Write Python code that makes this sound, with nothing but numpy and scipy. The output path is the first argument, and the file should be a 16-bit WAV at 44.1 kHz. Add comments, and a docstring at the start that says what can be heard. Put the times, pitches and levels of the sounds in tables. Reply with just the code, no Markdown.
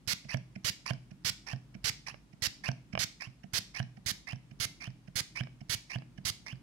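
"""In a small furnished room, a plastic pump bottle is spritzed twelve times beside a listener's right ear.
Each stroke: the finger nudges the cap, a burst of noise hisses from the nozzle, then the piston springs back.
It slurps up liquid (the faster, the louder), thumps on its stop, and the ball valve drops shut.
Hiss and slurp are shaped noise; knocks and ticks are dying sine waves.
The room adds a noise-like tail and booming low notes, over a steady rumble and faint hiss."""
import sys
import numpy as np
from scipy import signal
from scipy.fft import rfft, irfft, next_fast_len
from scipy.io import wavfile
from scipy.ndimage import map_coordinates

SR = 44100
rng = np.random.default_rng(int(sys.argv[2]) if len(sys.argv) > 2 else 0)


def unload_wav(signal):
    """Save mono or channel-first audio to the path in sys.argv[1] as 16-bit WAV at rate SR, clipped to [-1, 1]."""
    wavfile.write(
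        sys.argv[1],
        SR,
        np.round(np.clip(np.atleast_2d(signal).T, -1, 1) * 32767).astype(np.int16),
    )


N = 291942  # length of the scene in samples
T = np.arange(SR // 5) / SR  # time within one event, in seconds
LEAD_S = 0.01  # gated sounds are placed this much early, so their soft start fits


def amp(db):
    """Turn decibels into gain."""
    return 10 ** (np.asarray(db) / 20)


def unit(x):
    """Scale a sound to an average (rms) level of 1."""
    return x / np.sqrt(np.mean(x ** 2) + 1e-20)


def along(points, hz):
    """Read a curve of (pitch_hz, value) points, spacing the pitches as the ear does."""
    point_hz, values = np.transpose(points)
    return np.interp(np.log(hz + 1), np.log(point_hz + 1), values)


def filtered(x, response):
    """Shape the spectrum of x with a response that depends on frequency."""
    n = x.shape[-1]
    padded = next_fast_len(n + min(n, SR))  # spare room, so the end does not wrap onto the start
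    spectrum = rfft(x, padded) * response(np.fft.rfftfreq(padded, 1 / SR))
    return irfft(spectrum, padded)[..., :n]


def resonances(peaks, f):
    """Response of objects that favour certain pitches; neighbouring peaks have opposite signs."""
    total = 0
    for k, (pitch_hz, width_hz, level_db) in enumerate(peaks):
        damping = 1j * f * width_hz
        total = total + (-1) ** k * amp(level_db) * damping / (pitch_hz ** 2 - f ** 2 + damping)
    return total


def noise(n, response):
    """Noise with a shaped spectrum and an rms level of 1."""
    return unit(filtered(rng.standard_normal(n), response))


def wobble(t, rate):
    """A smooth random curve through `rate` random points a second."""
    return map_coordinates(rng.standard_normal(int(t[-1] * rate) + 4), [t * rate])


def gate(t, length, rise, fall):
    """A level curve that opens at 0 and closes at length, with soft edges."""
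    opening = 1 + np.tanh(t / rise)
    closing = 1 - np.tanh((t - length) / fall)
    return opening * closing / 4


def add(track, start_s, sound):
    """Mix a sound into the track from start_s on."""
    part = track[max(0, round(start_s * SR)):][:len(sound)]
    part += sound[:len(part)]


def ring(modes, attack, scatter_db, detune):
    """A struck object: dying sine waves, a little different at every blow, scaled to peak 1."""
    total = np.zeros(len(T))
    for pitch_hz, level_db, t60_s in modes:
        level_luck, pitch_luck = rng.standard_normal(2)
        decay = amp(level_db + scatter_db * level_luck - 60 * T / t60_s)
        total += decay * np.sin(2 * np.pi * pitch_hz * (1 + detune * pitch_luck) * T)
    total *= 1 - np.exp(-T / attack)
    return total / np.abs(total).max()


def crack(t60, top_hz=7000):
    """The brief noise burst of plastic parts touching; t60 is the time to fall by 60 dB."""
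    return noise(len(T), lambda f: 1 / (1 + (f / top_hz) ** 2)) * amp(-60 * T / t60)


# Where the hand holds the bottle: time_s, forward (0 = straight beside the ear, 1 = a little in front)
HAND_PATH = [(0.1, 0.44), (.65, 0.081), (1.85, 0.022), (3.55, 0.36), (4.1, 1), (6.3, 0.99)]


def forward(s):
    """How far forward the bottle is at time s, gliding between the points of the path."""
    return np.interp(s, *np.transpose(HAND_PATH))


# The finger presses and the nozzle opens: start_s, length_s
SPRAYS = [(0.0762, 0.059), (0.646, 0.054), (1.2481, .054), (1.843, 0.056), (2.422, 0.05), (2.9913, 0.053),
          (3.5353, 0.055), (4.062, .054), (4.6009, 0.054), (5.1567, 0.051), (5.6958, 0.054),
          (6.2519, 0.051)]
# Spectrum of the droplet hiss: pitch_hz, level_db (relative, per Hz)
MIST_SPECTRUM = [(60, -27.5), (400, -16.5), (1100, -14.5), (1750, -6.5), (2200, -1.5), (2600, -7.5),
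                 (3900, -3.5), (4900, -0.5), (6500, -6), (8600, -15.5), (10300, -18.5), (12300, -15),
                 (13800, -28), (16000, -22)]
# Sharp notes at the top of the hiss: pitch_hz, width_hz, level_db (relative)
NOZZLE_PEAKS = [(9860, 1250, 14), (10600, 720, -35)]
# Hiss beside the ear; held forward it is softer and brighter
SPRAY_DB, FORWARD_SPRAY_DB, FORWARD_BRIGHT_DB = -27, -1.5, 2
SPRAY_RISE_S, SPRAY_FALL_S = 0.0016, 0.0023


def mist(swell_db=2, flutter_db=0.94, tilt=0.32, nozzle_db=-17, aim=3.4, bounce_db=0.5, bounce_hz=115):
    """The jet tears into droplets: a flat-topped hiss that swells as pressure builds."""
    out, t = np.zeros(N), T - LEAD_S
    for start, length in SPRAYS:
        level_db = SPRAY_DB + FORWARD_SPRAY_DB * forward(start)
        bright_db = FORWARD_BRIGHT_DB * forward(start)

        def droplets(f):
            treble_db = tilt * bright_db * np.log10((f + 500) / 4000)
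            return amp(along(MIST_SPECTRUM, f) + treble_db)

        hiss = noise(len(T), droplets)
        # the top of the hiss sharpens as the nozzle turns
        sharp = noise(len(T), lambda f: resonances(NOZZLE_PEAKS, f) * (f / (f + 6000)) ** 2)
        hiss += amp(nozzle_db + aim * bright_db) * sharp
        pressure_db = swell_db * (np.clip(t / length, 0, 1) - 0.5)
        pressure_db += flutter_db * wobble(T, rate=469.5)
        # the valve overshoots and bounces as it opens
        pressure_db += bounce_db * np.exp(-np.abs(t) / 0.019) * np.cos(2 * np.pi * bounce_hz * t)
        shape = gate(t, length, SPRAY_RISE_S, SPRAY_FALL_S)
        add(out, start - LEAD_S, amp(level_db + pressure_db) * unit(hiss) * shape)
    return out


# Low notes of the jolted bottle: pitch_hz, level_db (relative), t60_s (time to fall by 60 dB)
KICK_MODES = [(115.6, 2.5, 0.036), (167, -10, 0.028)]


def kicks(open_db=-32.5, shut_db=-33.5):
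    """The outlet valve jolts the bottle as it opens and again as the piston bottoms out."""
    out = np.zeros(N)
    for start, length in SPRAYS:
        opening = ring(KICK_MODES, attack=0.008, scatter_db=2, detune=0.05)
        shutting = ring(KICK_MODES, attack=0.0045, scatter_db=7, detune=0.025)
        add(out, start - 0.001, -amp(open_db) * opening)
        add(out, start + length - 0.0005, -amp(shut_db) * shutting)
    return out


# The finger lets go and the piston rises to its stop: start_s, length_s, thump_db
RETURNS = [(0.288, 0.056, -22.5), (0.86, 0.047, -23), (1.467, 0.066, -27), (2.066, 0.059, -46),
           (2.640, 0.048, -21.5), (3.204, 0.068, -36.5), (3.745, .0555, -24), (4.272, 0.059, -29),
           (4.805, .071, -31), (5.356, 0.052, -24.5), (5.899, 0.059, -26), (6.463, 0.066, -33)]
# Notes the pump body favours: pitch_hz, width_hz, level_db (relative)
PUMP_PEAKS = [(720, 340, -6.5), (1074, 220, -1), (1810, 140, 2), (4840, 2900, -6), (5310, 1000, 0.5),
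              (9920, 860, -13.5)]
# Slurp of a usual return, and its gain with piston speed
SLURP_DB, USUAL_RETURN_S, SLURP_DB_PER_DOUBLING = -35.5, 0.057, 9.5
# A softer thump than this means that the finger brakes the piston, and the flow with it
FREE_THUMP_DB = -21.5
# The chamber's note stands out, and the flow softens, with the bottle held forward
CHAMBER_DB, FORWARD_CHAMBER_DB, FORWARD_FLOW_DB = -5, 1, -3.5
CHAMBER_WIDTH_HZ, CHAMBER_BEND = 300, 2.1  # the bend makes most of the climb come late


def chamber_note(pitch):
    """The air pocket's resonance: a narrow band of noise carried along on the pitch."""
    phase = 2 * np.pi * np.cumsum(pitch) / SR
    total = np.zeros(len(T))
    for wave in (np.sin, np.cos):
        total += noise(len(T), lambda f: 1 / (1 + (f / CHAMBER_WIDTH_HZ) ** 4)) * wave(phase)
    return total


def refills(first_hz=2200, last_hz=3170, body_swell_db=2, fizz_db=-25, gulp_hz=62, gulp_db=2,
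            grain_db=5, run_on=0.00267):
    """Liquid is sucked up in gulps; the air pocket in the chamber shrinks, so its pitch climbs."""
    out, t = np.zeros(N), T - LEAD_S
    for start, length, thump_db in RETURNS:
        place, flow_s = forward(start), length + run_on  # the flow runs on a little past the stop
        travel = np.clip(t / flow_s, 0, 1)
        speed_db = SLURP_DB_PER_DOUBLING * np.log2(USUAL_RETURN_S / length)
        brake_db = min(0, thump_db - FREE_THUMP_DB) * travel ** 3
        chamber = chamber_note(first_hz + (last_hz - first_hz) * travel ** CHAMBER_BEND)
        chamber *= amp(CHAMBER_DB + FORWARD_CHAMBER_DB * place)
        # gulps are strongest while the chamber is still empty
        gulps = gulp_db * (1 - travel) * np.cos(2 * np.pi * gulp_hz * (t - 0.004))
        flow = rng.standard_normal(len(T)) * amp(grain_db * wobble(T, rate=457))
        pumped = filtered(flow, lambda f: resonances(PUMP_PEAKS, f) / (1 + (f / 11000) ** 4))
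        body = 0.5 * unit(pumped) + amp(fizz_db) * unit(flow)
        body *= amp(gulps + body_swell_db * travel + FORWARD_FLOW_DB * place)
        level = amp(SLURP_DB + speed_db + brake_db)
        shape = gate(t, flow_s, rise=0.003, fall=0.002)
        add(out, start - LEAD_S, level * (chamber + body) * shape)
    return out


# Notes of a ticking valve: pitch_hz, level_db (relative), t60_s
VALVE_MODES = [(770, 1.5, 0.0086), (1650, -1, 0.01), (3330, -9, 0.0066), (4320, -0.5, 0.0089),
               (5250, 6, 0.0074)]


def tick():
    """One tick of a valve: a short ring and a crack of contact."""
    note = ring(VALVE_MODES, attack=0.00094, scatter_db=3, detune=0.067)
    return note + 0.14 * crack(t60=0.003)


# Two bubbles open every return: delay_s (after its start), ping_db, tick_db (the valve)
BUBBLES = [(.0055, -32, -35.5), (0.0197, -31, -27.5)]
# Notes of a bubble's ping: pitch_hz, level_db (relative), t60_s
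BUBBLE_MODES = [(4740, -4, 0.012), (5330, -4, 0.014)]
FORWARD_BUBBLE_DB = -9  # bubbles are softer with the bottle held forward


def bubbles():
    """Bubbles pass the inlet valve as the piston starts to rise: each pings and flicks the valve."""
    out = np.zeros(N)
    for start, _, _ in RETURNS:
        gain = amp(FORWARD_BUBBLE_DB * forward(start))
        for delay, ping_db, tick_db in BUBBLES:
            ping = ring(BUBBLE_MODES, attack=0.002, scatter_db=2, detune=0.04)
            add(out, start + delay - 0.001, gain * (amp(ping_db) * ping + amp(tick_db) * tick()))
    return out


# Low notes of the thumped bottle: pitch_hz, level_db (relative), t60_s
BOTTLE_MODES = [(128.5, 1, 0.12), (156, -3.5, 0.08), (173, -26, 0.14), (234, -17, 0.15)]
# Notes of the knocked plastic: pitch_hz, level_db (relative), t60_s
PLASTIC_MODES = [(695, -1, 0.023), (904, -4.5, 0.01), (1626, 1, 0.014), (2250, 5, 0.0096),
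                 (2510, -24, 0.007), (3170, -2, 0.0105), (4880, -6, 0.0036)]
# Knock of a hard stop; it grows faster than the thump (knock dB per thump dB)
KNOCK_DB, HARD_THUMP_DB, KNOCK_GROWTH = -21, -23, 1.78
BALL_DROP_S, BALL_DB = 0.0275, -10  # the ball seats this long after the stop, this far under the knock
UNSEAT_S, UNSEAT_DB = 0.009, -49  # the outlet valve ticks this long before the spray


def knocks():
    """The outlet valve ticks before each spray; each return ends as the piston hits and the ball drops."""
    out = np.zeros(N)
    for start, _ in SPRAYS:
        add(out, start - UNSEAT_S, amp(UNSEAT_DB) * tick())
    for start, length, thump_db in RETURNS:
        stop = start + length
        knock_db = KNOCK_DB + KNOCK_GROWTH * (thump_db - HARD_THUMP_DB)
        thump = ring(BOTTLE_MODES, attack=0.008, scatter_db=1, detune=0.015)
        knock = ring(PLASTIC_MODES, attack=0.0015, scatter_db=2, detune=0.04)
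        knock += 0.1 * crack(t60=0.012)
        add(out, stop - 0.0015, -amp(thump_db) * thump)
        add(out, stop, amp(knock_db) * knock)
        add(out, stop + BALL_DROP_S, amp(knock_db + BALL_DB) * tick())
    return out


# The finger shifts the cap: time_s, level_db
NUDGES = [(.251, -37), (.562, -30.5), (1.116, -35.5), (1.751, -33), (2.335, -41), (2.935, -27),
          (3.441, -34), (3.975, -39), (4.516, -38.5), (5.082, -36), (5.614, -35), (6.184, -33)]
# Notes of the bumped cap: pitch_hz, level_db (relative), t60_s
CAP_MODES = [(139.4, -1.5, 0.048), (191.5, -0.5, 0.043), (664, -3.5, 0.02), (1450, -27, 0.027)]
# Notes of the collar when rubbed: pitch_hz, width_hz, level_db (relative)
COLLAR_PEAKS = [(1686, 410, 0.5), (2340, 330, 5.5), (3000, 170, 2), (5350, 430, 1)]


def nudges(rub_db=-16, rub_lead=0.0021, rub_length=0.005):
    """The finger shifts the cap with a dull bump, and the stem rubs in its collar."""
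    out = np.zeros(N)
    middle = 2 * LEAD_S  # the rub is loudest here within its own sound
    for s, level_db in NUDGES:
        add(out, s, -amp(level_db) * ring(CAP_MODES, attack=0.024, scatter_db=2.5, detune=0.051))
        # the rub peaks just before the cap seats
        rub = noise(len(T), lambda f: resonances(COLLAR_PEAKS, f) / (1 + (f / 8000) ** 2))
        rub *= np.exp(-((T - middle) / rub_length) ** 2)
        add(out, s - rub_lead - middle, amp(level_db + rub_db) * rub)
    return out


# The plastic head catches and snaps free: time_s, level_db
CLACKS = [(2.143, -33), (2.9525, -18), (2.976, -16.5), (5.471, -37.5), (6.021, -39)]
# Notes of the snap: pitch_hz, level_db (relative), t60_s
SNAP_MODES = [(138, -12, 0.057), (400, -14, 0.0097), (680, -6, 0.037), (783, 5, 0.009), (1086, 0.5, 0.0089),
              (1660, -7, 0.019), (2320, 5, 0.0084), (2850, -3.5, 0.015), (5100, -10, 0.0091)]


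def clacks():
    """The sticking head snaps free with a hard plastic knock."""
    out = np.zeros(N)
    for s, level_db in CLACKS:
        snap = ring(SNAP_MODES, attack=0.0005, scatter_db=1, detune=0.03)
        add(out, s, amp(level_db) * (snap + 0.028 * crack(t60=0.0052)))
    return out


# Far ear against near ear: pitch_hz, level_db
HEAD_SHADOW = [(50, -6), (125, -7.5), (250, -7), (450, -15), (800, -14), (1300, -15.5), (2000, -12.5),
               (3200, -9.5), (4000, -12), (5000, -16), (7000, -16), (8500, -15.5), (10500, -22),
               (15000, -16)]
# The far ear hears later; this delay changes slightly with the bottle held forward
EAR_DELAY_S, FORWARD_DELAY_S = 0.000685, -0.00005


def ears(x, leak_db, unshadow_db=1.5):
    """The right ear hears x directly; the left hears it later and shadowed, less so held forward."""
    place = forward(np.arange(N) / SR)

    def shadow(f):
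        # extra lower midrange bends round the head
        bend = along([(300, 0.2), (1500, 0), (4000, 0), (8000, 0)], f)
        return amp(along(HEAD_SHADOW, f) + leak_db * bend)

    delay_s = EAR_DELAY_S + FORWARD_DELAY_S * place
    far = map_coordinates(filtered(x, shadow), [np.arange(N) - SR * delay_s], order=5)
    far *= amp(unshadow_db * (place - place.mean()))
    return np.array([far, x])


# How long the room's tail takes to fall by 60 dB: pitch_hz, t60_s
ROOM_T60 = [(200, 0.23), (1000, 0.28), (4000, 0.39), (8000, 0.4), (15000, 0.22)]
# How strongly the room answers: pitch_hz, level_db
ROOM_SEND = [(100, -40), (250, -3.5), (450, -12), (1500, -15), (3500, -13.5), (5000, -17), (8000, -16),
             (10500, -22.5), (15000, -18)]
# Low notes at which the room booms: pitch_hz, width_hz, level_db (relative)
BOOM_MODES = [(113.6, 5.2, -7.5), (121.3, 3.7, -0.5), (135.3, 2.9, -4), (165.3, 5.4, 0.5), (189, 13, -1),
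              (210, 9, -7), (255, 7.5, -9), (311.3, 3.3, 3.5)]


def room(x, build=0.001, boom_db=-6, boom_delay=0.0215):
    """A diffuse tail for each ear, ever new as the hand moves, and low standing waves both ears share."""
    out, size = np.zeros((2, N)), SR // 2
    for first in range(0, N, size):  # a fresh tail every half second
        hz, t, cells = signal.stft(rng.standard_normal((2, size)), SR, nperseg=256)
        # each pitch of the noise builds up quickly and dies at its own speed
        decay = amp(-60 * t / along(ROOM_T60, hz)[:, None]) * (1 - np.exp(-(t / build) ** 2))
        energy = np.mean(decay ** 2, axis=1, keepdims=True) * size
        decay *= amp(along(ROOM_SEND, hz))[:, None] / np.sqrt(energy)
        tails = signal.istft(cells * decay, SR, nperseg=256)[1]
        for ear, tail in zip(out, tails):
            add(ear, first / SR, signal.fftconvolve(x[first:first + size], tail))

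    def standing_waves(f):
        waves = sum(resonances([mode], f) for mode in BOOM_MODES)
        return waves * np.exp(-2j * np.pi * f * boom_delay)  # the factor delays the boom

    return out + amp(boom_db) * filtered(x, standing_waves)


# Spectrum of the low rumble: pitch_hz, level_db (relative, per Hz)
RUMBLE_SPECTRUM = [(20, -21), (34, -1), (42, -9), (49, 10.5), (57, 0), (65, -2), (80, -13), (122, 1.5),
                   (145, 2), (200, -1.5), (300, -5.5), (450, -20.5), (1000, -27), (4000, -49)]
# Spectrum of the faint hiss: pitch_hz, level_db (relative, per Hz)
AIR_SPECTRUM = [(100, -14), (600, 7.5), (2500, 3), (6000, -2), (11000, -8), (13000, -18), (16000, -41)]


def background(rumble_db=-60, apart_db=-6, air_db=-72, waver_db=1):
    """Low rumble of the house, gently wavering and partly shared by both ears, under a faint hiss."""
    def steady(spectrum):
        return noise(N, lambda f: amp(along(spectrum, f)))

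    shared = steady(RUMBLE_SPECTRUM)
    apart = np.array([steady(RUMBLE_SPECTRUM), steady(RUMBLE_SPECTRUM)])
    air = np.array([steady(AIR_SPECTRUM), steady(AIR_SPECTRUM)])
    level = amp(rumble_db + waver_db * wobble(np.arange(N) / SR, rate=5.2))
    return level * (shared + amp(apart_db) * apart) + amp(air_db) * air


def scene(pump_room_db=-2, clack_room_db=-5):
    """Jet, pump and snaps at the ears, their room and the background."""
    jet, snaps = mist(), clacks()
    pump = kicks() + refills() + bubbles() + knocks() + nudges()
    direct = ears(jet, leak_db=0) + ears(pump, leak_db=1) + ears(snaps, leak_db=2)
    into_room = jet + amp(pump_room_db) * pump + amp(clack_room_db) * snaps
    return direct + room(into_room) + background()


def record(dry, low_cut_hz=38, top_hz=15950):
    """Cut the deepest bass and keep nothing above top_hz."""
    def band(f):
        treble = np.clip((top_hz - f) / 200, 0, 1)
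        bass = 1 - 1 / (1 + (f / low_cut_hz) ** 6)
        return treble * bass

    return filtered(dry, band)


dry = scene()
out = record(dry)
unload_wav(out)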